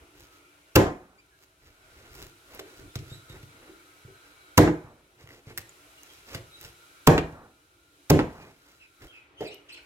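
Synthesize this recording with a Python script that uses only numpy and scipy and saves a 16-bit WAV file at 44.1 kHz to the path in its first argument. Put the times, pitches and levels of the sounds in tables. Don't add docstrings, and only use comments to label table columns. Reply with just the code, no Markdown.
import sys
import numpy as np
from scipy import signal
from scipy.fft import rfft, irfft, next_fast_len
from scipy.io import wavfile
from scipy.ndimage import uniform_filter1d

SR = 44100
rng = np.random.default_rng(int(sys.argv[2]) if len(sys.argv) > 2 else 0)


def log_audio(samples):
    frames = np.atleast_2d(samples).T
    limited = np.clip(frames, -1, 1)
    pcm = np.round(limited * 32767).astype(np.int16)
    wavfile.write(sys.argv[1], SR, pcm)


N = 434385

# t/s, body level/dB, treble level/dB, gain of the whistling resonances/dB
BACKGROUND_LEVELS = [(0, -57.5, -64.5, -5.5), (.7, -60, -65, -3), (1.5, -59.5, -60, 0.5),
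                     (1.7, -61, -64.5, 1.5), (2.9, -58.5, -59.5, 1), (4.4, -58, -62, 3.5),
                     (5.6, -56.5, -59.5, -4.5), (7.0, -59, -59.5, 2.5), (8.3, -60, -60, 0),
                     (9.05, -61, -59.5, 4.5), (9.3, -58, -77, -8), (9.85, -56.5, -66.5, -13.5)]
# f/Hz, density/dB per Hz
AIR_SPECTRUM = [(15, -48.5), (25, -24), (49, -1.5), (120, -6.5), (242, -17.5), (344, -4), (384, -6),
                (695, -13.5), (796, -11), (1400, -11.5), (1610, -14), (2350, -10), (4740, -19.5),
                (12200, -20.5), (16000, -32)]
# f/Hz, width/Hz, level against the noise of its band/dB
VENT_RESONANCES = [(291.8, 4, -9.5), (346, 11, -13), (388, 70, -23), (652, 18, -14), (1297, 18, -8.5),
                   (1401, 22, -3), (1520, 70, -7), (2270, 55, -11.5), (3950, 130, -11.5)]
WHISTLE_ABOVE_HZ = 1000

# t/s, length/s, start f/Hz, end f/Hz, arch/share of f, waver/share of f,
# level/dB, first overtone/dB (the second is half the first)
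SQUEAKS = [(0.22, 0.2, 1285, 1263, 0.015, 0.0038, -62, -20),
           (0.39, 0.16, 2400, 2280, 0.004, 0.014, -65, -17), (1.175, 0.038, 2300, 2405, 0, 0.037, -56, -9),
           (1.3, 0.083, 1760, 1650, -0.034, 0.036, -63, -20),
           (2.879, 0.046, 3450, 3750, -0.015, .02, -58, -18),
           (3.09, 0.081, 3490, 3980, 0.028, 0.015, -47, -10),
           (3.28, 0.054, 3950, 3710, 0.0047, 0.028, -51, -12),
           (5.969, 0.031, 2816, 2870, 0, 0.014, -53.5, -20),
           (6.081, 0.046, 3230, 3300, -0.02, 0.022, -54, -20),
           (6.503, 0.086, 3760, 3950, 0.0034, 0.014, -50, -20),
           (8.35, 0.17, 2425, 2366, 0.0071, 0.0073, -58.5, -20),
           (8.792, 0.08, 2684, 2405, 0.016, 0.053, -49.5, -18),
           (9.064, 0.069, 3180, 3270, -0.016, 0.025, -52.5, -23),
           (9.112, 0.1, 2693, 2450, 0, 0.061, -48.5, -23),
           (9.368, 0.057, 3000, 3180, 0.013, 0.039, -47, -19),
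           (9.44, 0.051, 2600, 2425, -0.0046, 0.058, -42, -15),
           (9.447, 0.028, 4300, 4560, 0.094, 0.03, -49, -20),
           (9.466, 0.026, 4650, 3570, -0.019, 0.025, -42.5, -10),
           (9.499, 0.05, 2450, 2926, 0.065, 0.066, -46, -12),
           (9.684, 0.036, 3100, 2625, -0.0099, 0.095, -43, -13.5),
           (9.717, 0.03, 4000, 4240, 0.032, 0.032, -44.5, -9.5),
           (9.737, 0.018, 4200, 2490, -0.11, 0.067, -43, -11.5),
           (9.756, 0.038, 2650, 2436, -0.018, 0.072, -46.5, -12),
           (9.78, 0.024, 1350, 1530, 0.032, .03, -54, -15)]
RASP_PER_WAVER, RASP_HZ = 4.1, 900

# t/s, length/s, squelch level/dB, rumble level/dB,
# rub level/dB, sticky crackle level/dB
HANDLING = [(0, 0.062, -80, -53.5, -63, -80), (0.118, 0.18, -59.5, -57.5, -72, -57.5),
            (0.276, 0.14, -60.5, -67, -78, -65), (1.368, 0.11, -80, -83, -78, -61),
            (1.573, 0.19, -61.5, -61.5, -68, -76), (1.705, 0.64, -61, -58, -59, -71),
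            (2.084, 0.24, -57.5, -53, -68, -49), (2.434, 0.23, -56, -55, -54.5, -58),
            (2.64, 0.087, -60, -62, -53, -68), (2.68, 0.17, -61, -69, -59.5, -58.5),
            (2.76, 0.17, -73, -48, -65, -78), (2.957, 0.29, -56, -56, -65, -66),
            (3.257, 0.17, -72, -48.5, -51, -58), (3.395, 0.45, -78, -61.5, -57, -78),
            (4.185, 0.17, -62, -75, -66, -80), (5.172, 0.093, -57, -60, -54, -74.5),
            (5.241, 0.18, -56.5, -60, -52.5, -75), (5.449, 0.092, -55, -58, -48, -73),
            (5.561, 0.066, -60, -52, -61, -48), (5.9, 0.42, -57, -85, -82, -62),
            (6.258, 0.15, -45, -53, -43, -54), (6.548, 0.19, -52.5, -55, -65, -53.5),
            (8.213, 0.39, -60, -70, -55, -66.5), (8.54, 0.3, -62.5, -83, -67, -67),
            (8.989, 0.11, -64, -50, -55, -56), (9.383, 0.097, -51.5, -47.5, -44.5, -69)]
STROKE_PEAK = 0.55

# t/s, level/dB, f/Hz, ring against the snap/dB
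SNAPS = [(2.151, -26, 5600, -16), (2.225, -26, 4070, 1), (2.548, -23.5, 12900, -5),
         (5.576, -5.5, 1660, -9.5), (5.582, -10, 2030, -3.5), (5.591, -22, 900, -19),
         (5.693, -38.5, 6900, 13.5), (6.033, -24.5, 6230, -6), (6.612, -21, 2550, -10),
         (9.544, -27.5, 12300, -1), (9.832, -45, 12800, -6)]
CREAK_S, CREAK_GAP_S, CREAK_DB, CREAK_HZ, CREAK_RING_DB = 5.274, 0.016, -39, 2000, 12.5

# t/s, plop level/dB, wet smack level/dB, hollow f/Hz, hollow ring level/dB
DROPS = [(2.593, -14, -8.5, 407, -9.5), (2.792, -29, -30, 293, -17.5), (3.693, -32, -44, 330, -15),
         (4.08, -30.5, -46, 393, -19.5), (9.406, 1.5, -26, 438, -15), (9.536, -30, -27, 403, -22)]

# t/s, thump level/dB, wet smack level/dB
BUMPS = [(2.19, -29, -26), (2.262, -25, -41), (2.955, -2.5, -9), (2.989, -16, -22), (3.113, -10, -47),
         (3.296, -16, -25), (3.325, -18.5, -30), (3.429, -16, -27), (4.046, -17, -59), (4.838, -17.5, -48),
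         (5.235, -19.5, -44), (5.467, -14.5, -34), (5.579, -19, -15), (6.347, -7, -8),
         (6.647, -21.5, -18.5), (7.324, -14.5, -34), (8.421, -24, -35), (9.019, -24.5, -25.5),
         (9.408, -15, -24)]
BUMP_HZ, BUMP_DB_PER_OCTAVE = 560, 26
STAND_HZ = 102.5

# t/s, level/dB, length/s, hardness f/Hz, first touch level/dB,
# dull tail level/dB, block ring level/dB
ROCKS = [(0.867, -1, 0.029, 1130, -8.5, -18, -32), (4.676, 6, 0.013, 1247, -7.5, -14, -17),
         (7.179, 6.5, 0.012, 2640, -1, -9, -22.5), (8.191, 5.5, 0.02, 1780, -6, -10, -21.5)]
TOUCH_BEFORE_S, TOUCH_S, TOUCH_HZ = 0.072, 0.0078, 710
DULL_TAIL_AFTER_S, DULL_TAIL_S, DULL_TAIL_HZ = 0.073, 0.23, 1370
DULL_TAIL_FLUTTER_DB, DULL_TAIL_FLUTTER_PER_S = 2.5, 32.1
LANDING_TICK_DB, LANDING_TICK_S = -2, 0.0011
# f/Hz, gain/dB
LANDING_ANSWER = [(100, -16.5), (135, -9.5), (160, -8), (295, -4.5), (335, 6), (400, 4), (490, -2),
                  (800, -5)]

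# t/s, crack level/dB, crack length/s, delay to the wood/s, thud level before THUD_GAIN_DB/dB,
# hardness f/Hz, bone f/Hz, bone ring against the crack/dB, sway/dB, boom/dB, block ring/dB
CHOPS = [(0.756, 13, 0.0085, 0.0084, 14, 1524, 2710, -3.5, -13, -21.5, -15),
         (4.5766, 14, 0.0075, 0.0043, 13.5, 2497, 959, -2, -9, -12, -9),
         (7.0712, 11.5, 0.0062, .0043, 16.5, 1646, 1010, 2, -13.5, -9.5, -20.5),
         (8.0998, 9, 0.0075, 0.0077, 11.5, 802, 856, -10.5, -11.5, -10, -21)]
THUD_GAIN_DB = 3.0
SWAY_HZ, BOOM_HZ, RING_HZ = 100, 146, 290
# t/s, level/dB, hardness f/Hz
JOLTS = [(0.782, 7, 420), (4.602, 9, 330), (7.121, 7, 520), (8.135, 8, 260)]
# nominal f/Hz, level/dB, t60/s
BLOCK_MODES = [(66, -15.5, 0.053), (99, -1, 0.25), (124, -2.5, 0.24), (135.5, -1, 0.2), (157.7, 2, 0.28),
               (219.6, -9.5, 0.2), (301.3, 3.5, 0.19), (331.5, -3.5, 0.16), (399, -8.5, 0.12),
               (494, -6, 0.24), (652, -15, 0.27), (806, -20, 0.17)]
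DETUNE = 0.02
# f/Hz, level/dB, t60/s
HIGH_RING_MODES = [(1588, -38.5, 0.42), (1970, -36.5, 0.41), (2144, -38, 0.42), (2450, -40.5, 0.57),
                   (2740, -45, 0.22), (3180, -41, .3), (6900, -45.5, 0.36)]

# f/Hz, density/dB per Hz
THUD_SPECTRUM = [(25, -26), (45, -7.5), (65, -0.5), (110, -9), (220, -3.5), (380, -0.5), (600, -4),
                 (1050, -7.5), (1700, -4.5), (3000, -18.5), (7000, -16.5), (16000, -35)]
# f/Hz, density/dB per Hz
CRACK_SPECTRUM = [(60, -10.5), (400, -2), (1400, -4), (2800, -1), (4500, -4.5), (6700, -3.5), (9500, -12.5),
                  (13500, -5.5), (16000, -15.5)]
# f/Hz, density/dB per Hz
KNOCK_SPECTRUM = [(40, -13), (150, -4), (400, -9), (800, -5.5), (1700, -9), (2700, -8), (4000, -11.5),
                  (7000, -11.5), (15000, -7.5)]
# f/Hz, density/dB per Hz
THUMP_SPECTRUM = [(25, -10.5), (70, 3.5), (150, 6.5), (230, -8.5), (400, -5.5), (800, -20), (2000, -13.5),
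                  (16000, -29)]
# f/Hz, density/dB per Hz
PLOP_SPECTRUM = [(40, -73), (150, 0.5), (250, -7.5), (380, 8.5), (550, -2), (750, 3), (1100, -21),
                 (1500, -16.5), (4000, -21), (16000, -87)]
# f/Hz, density/dB per Hz
SMACK_SPECTRUM = [(100, -21), (600, -7.5), (1800, 1.5), (3500, 1.5), (6500, -2.5), (10000, -12.5),
                  (13000, -7), (16000, -21)]
# f/Hz, density/dB per Hz
SNAP_SPECTRUM = [(150, -4), (700, -11), (1800, -4.5), (3500, -7), (6500, -8), (10000, -7.5), (13500, 0),
                 (16000, -11)]
# f/Hz, density/dB per Hz
RUB_SPECTRUM = [(100, -17), (350, 2), (800, -6.5), (1300, -9), (2200, -5), (4000, -21), (16000, -38)]
# f/Hz, density/dB per Hz
RUMBLE_SPECTRUM = [(20, -5), (55, 1), (130, -6), (220, -22), (350, -6), (700, -27), (2000, -43),
                   (16000, -61)]

# f/Hz, gain before the standing waves/dB
ROOM_GAIN = [(30, 2.5), (70, -4.5), (170, -1.5), (350, 3), (700, 0), (1400, -7.5), (2800, -5.5),
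             (6000, -10.5), (10000, -8.5), (15000, -7.5)]
# f/Hz, t60/s
ROOM_T60 = [(60, 0.33), (250, 0.32), (700, 0.34), (1500, 0.46), (3000, 0.26), (7000, 0.34), (14000, 0.06)]
# f/Hz, correlation/1
LIKENESS = [(30, 0.98), (180, 0.94), (350, .93), (700, .6), (1400, -0.35), (3000, 0.32), (16000, -0.49)]
# f/Hz, width/Hz, gain/dB
STANDING_WAVES = [(298, 20, 5), (483, 25, 4), (657, 33, 4.5), (840, 22, 1), (1010, 66, 4), (1590, 190, 1.5)]
DIP_DB, DIP_WAIT_S, DIP_FALL_S, DIP_HOLD_S, DIP_RETURN_S = -7.5, 0.095, 0.25, 0.46, 0.32

# f/Hz, left minus right/dB
PORTS = [(250, -0.5), (700, -1.5), (1400, 0.5), (2800, 2), (5600, -3), (9500, 3), (13000, 0), (16000, -12)]
MIC_LAG_S, CUTOFF_HZ = 0.0001, 16300


def from_db(db):
    return 10 ** (np.asarray(db) / 20)


def rms_one(x):
    return x / np.sqrt(np.mean(x ** 2) + 1e-20)


def energy_one(x):
    return x / np.sqrt(np.sum(x ** 2) + 1e-20)


def in_time(rows):
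    time_s, *columns = np.transpose(rows)
    return [np.interp(np.arange(N) / SR, time_s, column) for column in columns]


def at_hz(points, hz):
    f, value = np.transpose(points)
    return np.interp(np.log(np.maximum(hz, 1)), np.log(f), value)


def add(track, time_s, sound):
    i = int(time_s * SR)
    track[i:i + len(sound)] += sound[:N - i]


def cut(x, hz, kind, order=2):
    sos = signal.butter(order, np.clip(hz, 10, .45 * SR), kind, fs=SR, output="sos")
    return signal.sosfilt(sos, x)


def resonance(x, hz, width_hz):
    r = np.exp(-np.pi * width_hz / SR)
    return signal.lfilter([1 - r, 0, r - 1], [1, -2 * r * np.cos(2 * np.pi * hz / SR), r * r], x)


def drift(per_s):
    knots = rng.standard_normal(400)
    return np.interp(np.arange(N) / SR * per_s, np.arange(len(knots)), knots)


def pulse(spectrum, size=4096):
    cepstrum = irfft(np.log(from_db(at_hz(spectrum, np.fft.rfftfreq(size, 1 / SR)))))
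    cepstrum[1:size // 2] *= 2
    cepstrum[size // 2 + 1:] = 0
    return energy_one(irfft(np.exp(rfft(cepstrum))))


def contact(spectrum, hardness_hz):
    return energy_one(cut(pulse(spectrum), hardness_hz, "low"))


def fracture(spectrum, length_s, spread_db=2, steepness=4, size=4096):
    t = np.arange(size) / SR
    breaks = rng.standard_normal(size) * from_db(spread_db * rng.standard_normal(size))
    fading = breaks * np.exp(-(t / length_s) ** steepness)
    return energy_one(signal.fftconvolve(fading, pulse(spectrum))[:size])


def block_ring(answer, build_s):
    t = np.arange(SR // 2) / SR
    phases = rng.random(len(BLOCK_MODES))
    shifts = rng.standard_normal(len(BLOCK_MODES))
    out = np.zeros(len(t))
    for (hz, db, t60_s), phase, shift in zip(BLOCK_MODES, phases, shifts):
        tone = np.sin(2 * np.pi * (hz * (1 + DETUNE * shift) * t + phase))
        out += tone * from_db(at_hz(answer, hz) + db - 60 * t / t60_s)
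    return out * (1 - np.exp(-t / build_s))


def diffuse(spectrum, size):
    length = next_fast_len(size, True)
    hz = np.fft.rfftfreq(length, 1 / SR)
    mid, side = rfft(rng.standard_normal((2, length)))
    alike = np.clip(at_hz(LIKENESS, hz), -1, 1)
    both = np.sqrt((1 + alike) / 2) * mid + np.sqrt((1 - alike) / 2) * side * [[1], [-1]]
    return irfft(both * from_db(at_hz(spectrum, hz)), length)[:, :size]


def kitchen(x, first_echo_s=0.0024, build_up_s=0.0011, last_echo_s=0.5, smooth_bins=25):
    t = np.arange(SR) / SR
    hz = np.fft.rfftfreq(SR, 1 / SR)
    edges_hz = np.geomspace(30, 17000, 17)
    noises = [diffuse([(1, 0)], SR) for _ in range(2)]
    tail = np.zeros((2, SR))
    for k, (low_hz, high_hz) in enumerate(zip(edges_hz, edges_hz[1:])):
        t60_s = at_hz(ROOM_T60, np.sqrt(low_hz * high_hz))
        tail += cut(noises[k % 2], [low_hz, high_hz], "band") * from_db(-60 * t / t60_s)
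    tail = rfft(tail)
    colour_db = at_hz(ROOM_GAIN, hz)
    for f, width_hz, db in STANDING_WAVES:
        colour_db = colour_db + db * np.exp(-((hz - f) / width_hz) ** 2)
    even = tail / np.sqrt(uniform_filter1d(np.mean(np.abs(tail) ** 2, axis=0), smooth_bins) + 1e-6)
    swell = (1 - np.exp(-np.maximum(t - first_echo_s, 0) / build_up_s)) * (t < last_echo_s)
    response = irfft(even * from_db(colour_db), SR) * swell
    return signal.oaconvolve(x[None], response, axes=1)[:, :N]


def changing_kitchen(x):
    stretch = np.searchsorted([row[0] + .5 for row in CHOPS], np.arange(N) / SR)
    return sum(kitchen(x * (stretch == k)) for k in np.unique(stretch))


def dip_after_blows(x, spared_hz=300):
    corners_s = np.cumsum([DIP_WAIT_S, DIP_FALL_S, DIP_HOLD_S, DIP_RETURN_S])
    depth = [np.interp(np.arange(N) / SR - row[0], corners_s, [0, 1, 1, 0]) for row in CHOPS]
    bass = cut(x, spared_hz, "low", order=1)
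    return bass + from_db(DIP_DB * np.max(depth, axis=0)) * (x - bass)


def microphones(x, scatter_db=-2, scatter_hz=3500):
    burst = SR // 400
    scatter = cut(np.pad(energy_one(rng.standard_normal(burst)), (0, burst)), scatter_hz, "high")
    scattered = from_db(scatter_db) * signal.oaconvolve(x, scatter)[:N]
    left = cut(x, scatter_hz, "low", order=1) + scattered
    return np.array([np.pad(left, (round(MIC_LAG_S * SR), 0))[:N], x])


def background(split_hz=3200, low_cut_hz=45, waver_db=2, waver_per_s=6, wander=0.0076, wander_per_s=4):
    level_db, treble_db, whistle_db = in_time(BACKGROUND_LEVELS)
    air = cut(diffuse(AIR_SPECTRUM, N), low_cut_hz, "high")
    body = rms_one(cut(air, split_hz, "low"))
    hiss = rms_one(cut(diffuse(AIR_SPECTRUM, N), split_hz, "high"))
    n = np.arange(N)
    for hz, width_hz, db in VENT_RESONANCES:
        warped = n + np.cumsum(wander * drift(wander_per_s))
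        tone = np.array([np.interp(warped, n, side) for side in resonance(air, hz, width_hz)])
        tone = tone * (warped > 0) * (warped < N)
        gain = from_db(db + whistle_db * (hz > WHISTLE_ABOVE_HZ))
        hum = gain * rms_one(tone * from_db(waver_db * drift(waver_per_s)))
        if hz < split_hz:
            body = body + hum
        else:
            hiss = hiss + hum
    return from_db(level_db) * rms_one(body) + from_db(treble_db) * hiss


def squeaks(waver_hz=330):
    out = np.zeros(N)
    for time_s, length_s, start_hz, end_hz, arch, waver, db, overtone_db in SQUEAKS:
        size = int(length_s * SR)
        bow = np.sin(np.linspace(0, np.pi, size))
        wobble = rms_one(cut(rng.standard_normal(SR), waver_hz, "low"))[:size]
        rasp = rms_one(cut(rng.standard_normal(SR), RASP_HZ, "low"))[:size]
        pitch_hz = np.linspace(start_hz, end_hz, size) * (1 + arch * bow + waver * wobble)
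        phase = 2 * np.pi * np.cumsum(pitch_hz) / SR
        overtones = np.sin(2 * phase) + .5 * np.sin(3 * phase)
        tone = np.sin(phase) + from_db(overtone_db) * overtones
        add(out, time_s, from_db(db) * bow * (1 + RASP_PER_WAVER * waver * rasp) * tone)
    return out


def grains(per_s, spread_db, spectrum):
    hits = rng.random(N) < per_s / SR
    clicks = hits * rng.standard_normal(N) * from_db(spread_db * rng.standard_normal(N))
    return rms_one(signal.oaconvolve(clicks, pulse(spectrum))[:N])


def handling(squelch_per_s=3000, judder_db=3, judder_per_s=38, crackle_per_s=450, crackle_spread_db=3):
    wet, weight, slide, peel = np.zeros((4, N))
    for time_s, length_s, *levels_db in HANDLING:
        stroke = np.interp(np.linspace(0, 1, int(length_s * SR)), [0, STROKE_PEAK, 1], [0, 1, 0])
        for track, db in zip((wet, weight, slide, peel), levels_db):
            add(track, time_s, from_db(db) * stroke)
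    squelch = grains(squelch_per_s, 0, SMACK_SPECTRUM)
    crackle = grains(crackle_per_s, crackle_spread_db, CRACK_SPECTRUM)
    friction = rng.standard_normal(N) * from_db(judder_db * drift(judder_per_s))
    rub = rms_one(signal.oaconvolve(friction, pulse(RUB_SPECTRUM))[:N])
    rumble = rms_one(cut(diffuse(RUMBLE_SPECTRUM, N), 21, "high"))
    return wet * squelch + peel * crackle + slide * rub, weight * rumble


def creak(count=3):
    return [(CREAK_S + k * CREAK_GAP_S, CREAK_DB, CREAK_HZ, CREAK_RING_DB) for k in range(count)]


def snaps(snap_s=0.00114, width_hz=250):
    out = np.zeros(N)
    for time_s, db, hz, ring_db in SNAPS + creak():
        snap = fracture(SNAP_SPECTRUM, snap_s)
        ring = energy_one(resonance(snap, hz, width_hz))
        add(out, time_s, from_db(db) * (snap + from_db(ring_db) * ring))
    return out


def drops(smack_s=0.0088, settle_s=0.026, width_hz=35):
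    out = np.zeros(N)
    for time_s, db, smack_db, hz, ring_db in DROPS:
        ring = energy_one(resonance(pulse(PLOP_SPECTRUM), hz, width_hz))
        add(out, time_s, from_db(db) * fracture(PLOP_SPECTRUM, settle_s))
        add(out, time_s, from_db(ring_db) * ring)
        add(out, time_s, from_db(smack_db) * fracture(SMACK_SPECTRUM, smack_s))
    return out


def bumps(give_s=0.004, sway_width_hz=60, sway_db=-2):
    out = np.zeros(N)
    for time_s, db, smack_db in BUMPS:
        hardness_hz = BUMP_HZ * 2 ** (db / BUMP_DB_PER_OCTAVE)
        smack = fracture(SMACK_SPECTRUM, 2.4 / hardness_hz, spread_db=4, steepness=0.88)
        push = contact(THUMP_SPECTRUM, hardness_hz)
        sway = resonance(resonance(push, STAND_HZ, sway_width_hz), STAND_HZ, sway_width_hz)
        thump = energy_one(push + from_db(sway_db) * energy_one(sway))
        add(out, time_s, from_db(smack_db) * smack)
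        add(out, time_s + give_s, from_db(db) * thump)
    return out


def knock(length_s, hardness_hz, steepness=4):
    run = fracture(KNOCK_SPECTRUM, length_s, steepness=steepness, size=16384)
    return energy_one(cut(run, hardness_hz, "low"))


def rocking(tail_cut_hz=1900, trail=1.4, ring_build_s=0.004):
    out, ring = np.zeros((2, N))
    for time_s, db, length_s, hardness_hz, touch_db, tail_db, ring_db in ROCKS:
        add(out, time_s - TOUCH_BEFORE_S, from_db(touch_db) * knock(TOUCH_S, TOUCH_HZ))
        add(out, time_s, from_db(db) * knock(length_s, hardness_hz, trail))
        add(out, time_s, from_db(db + LANDING_TICK_DB) * knock(LANDING_TICK_S, hardness_hz))
        add(ring, time_s, from_db(ring_db) * block_ring(LANDING_ANSWER, ring_build_s))
        tail = cut(knock(DULL_TAIL_S, DULL_TAIL_HZ), tail_cut_hz, "low", order=8)
        flutter_db = DULL_TAIL_FLUTTER_DB * drift(DULL_TAIL_FLUTTER_PER_S)[:len(tail)]
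        tail = energy_one(tail * from_db(flutter_db))
        add(out, time_s + DULL_TAIL_AFTER_S, from_db(tail_db) * tail)
    return out, ring


def flesh_push_and_high_ring(push_hz=130, push_db=-3):
    out = np.zeros(N)
    t = np.arange(SR // 2) / SR
    for time_s, crack_db, *_ in CHOPS:
        add(out, time_s, from_db(crack_db + push_db) * contact(THUMP_SPECTRUM, push_hz))
        for hz, db, t60_s in HIGH_RING_MODES:
            add(out, time_s, from_db(db - 60 * t / t60_s) * np.sin(2 * np.pi * hz * t))
    return out


def chops(bite_after_s=0.00567, bite_db=-4, bite_s=0.0014, ring_build_s=0.0043,
          lead_in_before_s=0.0035, lead_in_db=-21, bone_width_hz=90):
    crack, crack_all_round, thud, boom = np.zeros((4, N))
    for (time_s, crack_db, length_s, delay_s, thud_db, hardness_hz,
         bone_hz, bone_db, sway_db, boom_db, ring_db) in CHOPS:
        middle_s, wood_s = time_s + length_s / 2, time_s + delay_s
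        lead_in = fracture(CRACK_SPECTRUM, length_s)
        add(crack, time_s - lead_in_before_s, from_db(crack_db + lead_in_db) * lead_in)
        add(crack, time_s, from_db(crack_db) * fracture(CRACK_SPECTRUM, length_s))
        bone = energy_one(resonance(pulse(CRACK_SPECTRUM), bone_hz, bone_width_hz))
        add(crack, middle_s, from_db(crack_db + bone_db) * bone)
        add(crack_all_round, middle_s, from_db(crack_db) * pulse(CRACK_SPECTRUM))
        add(thud, wood_s, -from_db(thud_db + THUD_GAIN_DB) * contact(THUD_SPECTRUM, hardness_hz))
        bite = energy_one(cut(fracture(THUD_SPECTRUM, bite_s), hardness_hz, "low"))
        add(thud, wood_s + bite_after_s, from_db(thud_db + bite_db) * bite)
        answer = [(SWAY_HZ, sway_db), (BOOM_HZ, boom_db), (RING_HZ, ring_db)]
        add(boom, wood_s, block_ring(answer, ring_build_s))
    for time_s, db, hardness_hz in JOLTS:
        add(thud, time_s, from_db(db) * contact(THUD_SPECTRUM, hardness_hz))
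    return crack, crack_all_round, thud, boom


def scene():
    air = background()
    squeak = squeaks()
    squelch, rumble = handling()
    snap, drop, bump = snaps(), drops(), bumps()
    rock, rock_ring = rocking()
    crack, crack_all_round, thud, boom = chops()
    direct = squeak + squelch + snap + from_db(-3.5) * drop + bump
    direct += from_db(-2.0) * rock + rock_ring
    direct += flesh_push_and_high_ring() + crack + thud + boom
    to_room = from_db(5.5) * squeak + from_db(-3.5) * (snap + squelch)
    to_room += from_db(-7.0) * drop + from_db(-2.0) * bump
    to_room += from_db(-4.5) * rock + crack_all_round + thud
    return microphones(direct) + rumble + dip_after_blows(changing_kitchen(to_room) + air)


def record(dry, ceiling=0.65):
    length = next_fast_len(N, True)
    lean_db = at_hz(PORTS, np.fft.rfftfreq(length, 1 / SR))
    ports = irfft(rfft(dry, length) * from_db(lean_db * [[.5], [-.5]]), length)[:, :N]
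    rounded = ceiling * np.tanh(cut(ports, 18, "high") / ceiling)
    return signal.sosfilt(signal.ellip(10, .2, 80, CUTOFF_HZ, fs=SR, output="sos"), rounded)


dry = scene()
out = record(dry)
log_audio(out)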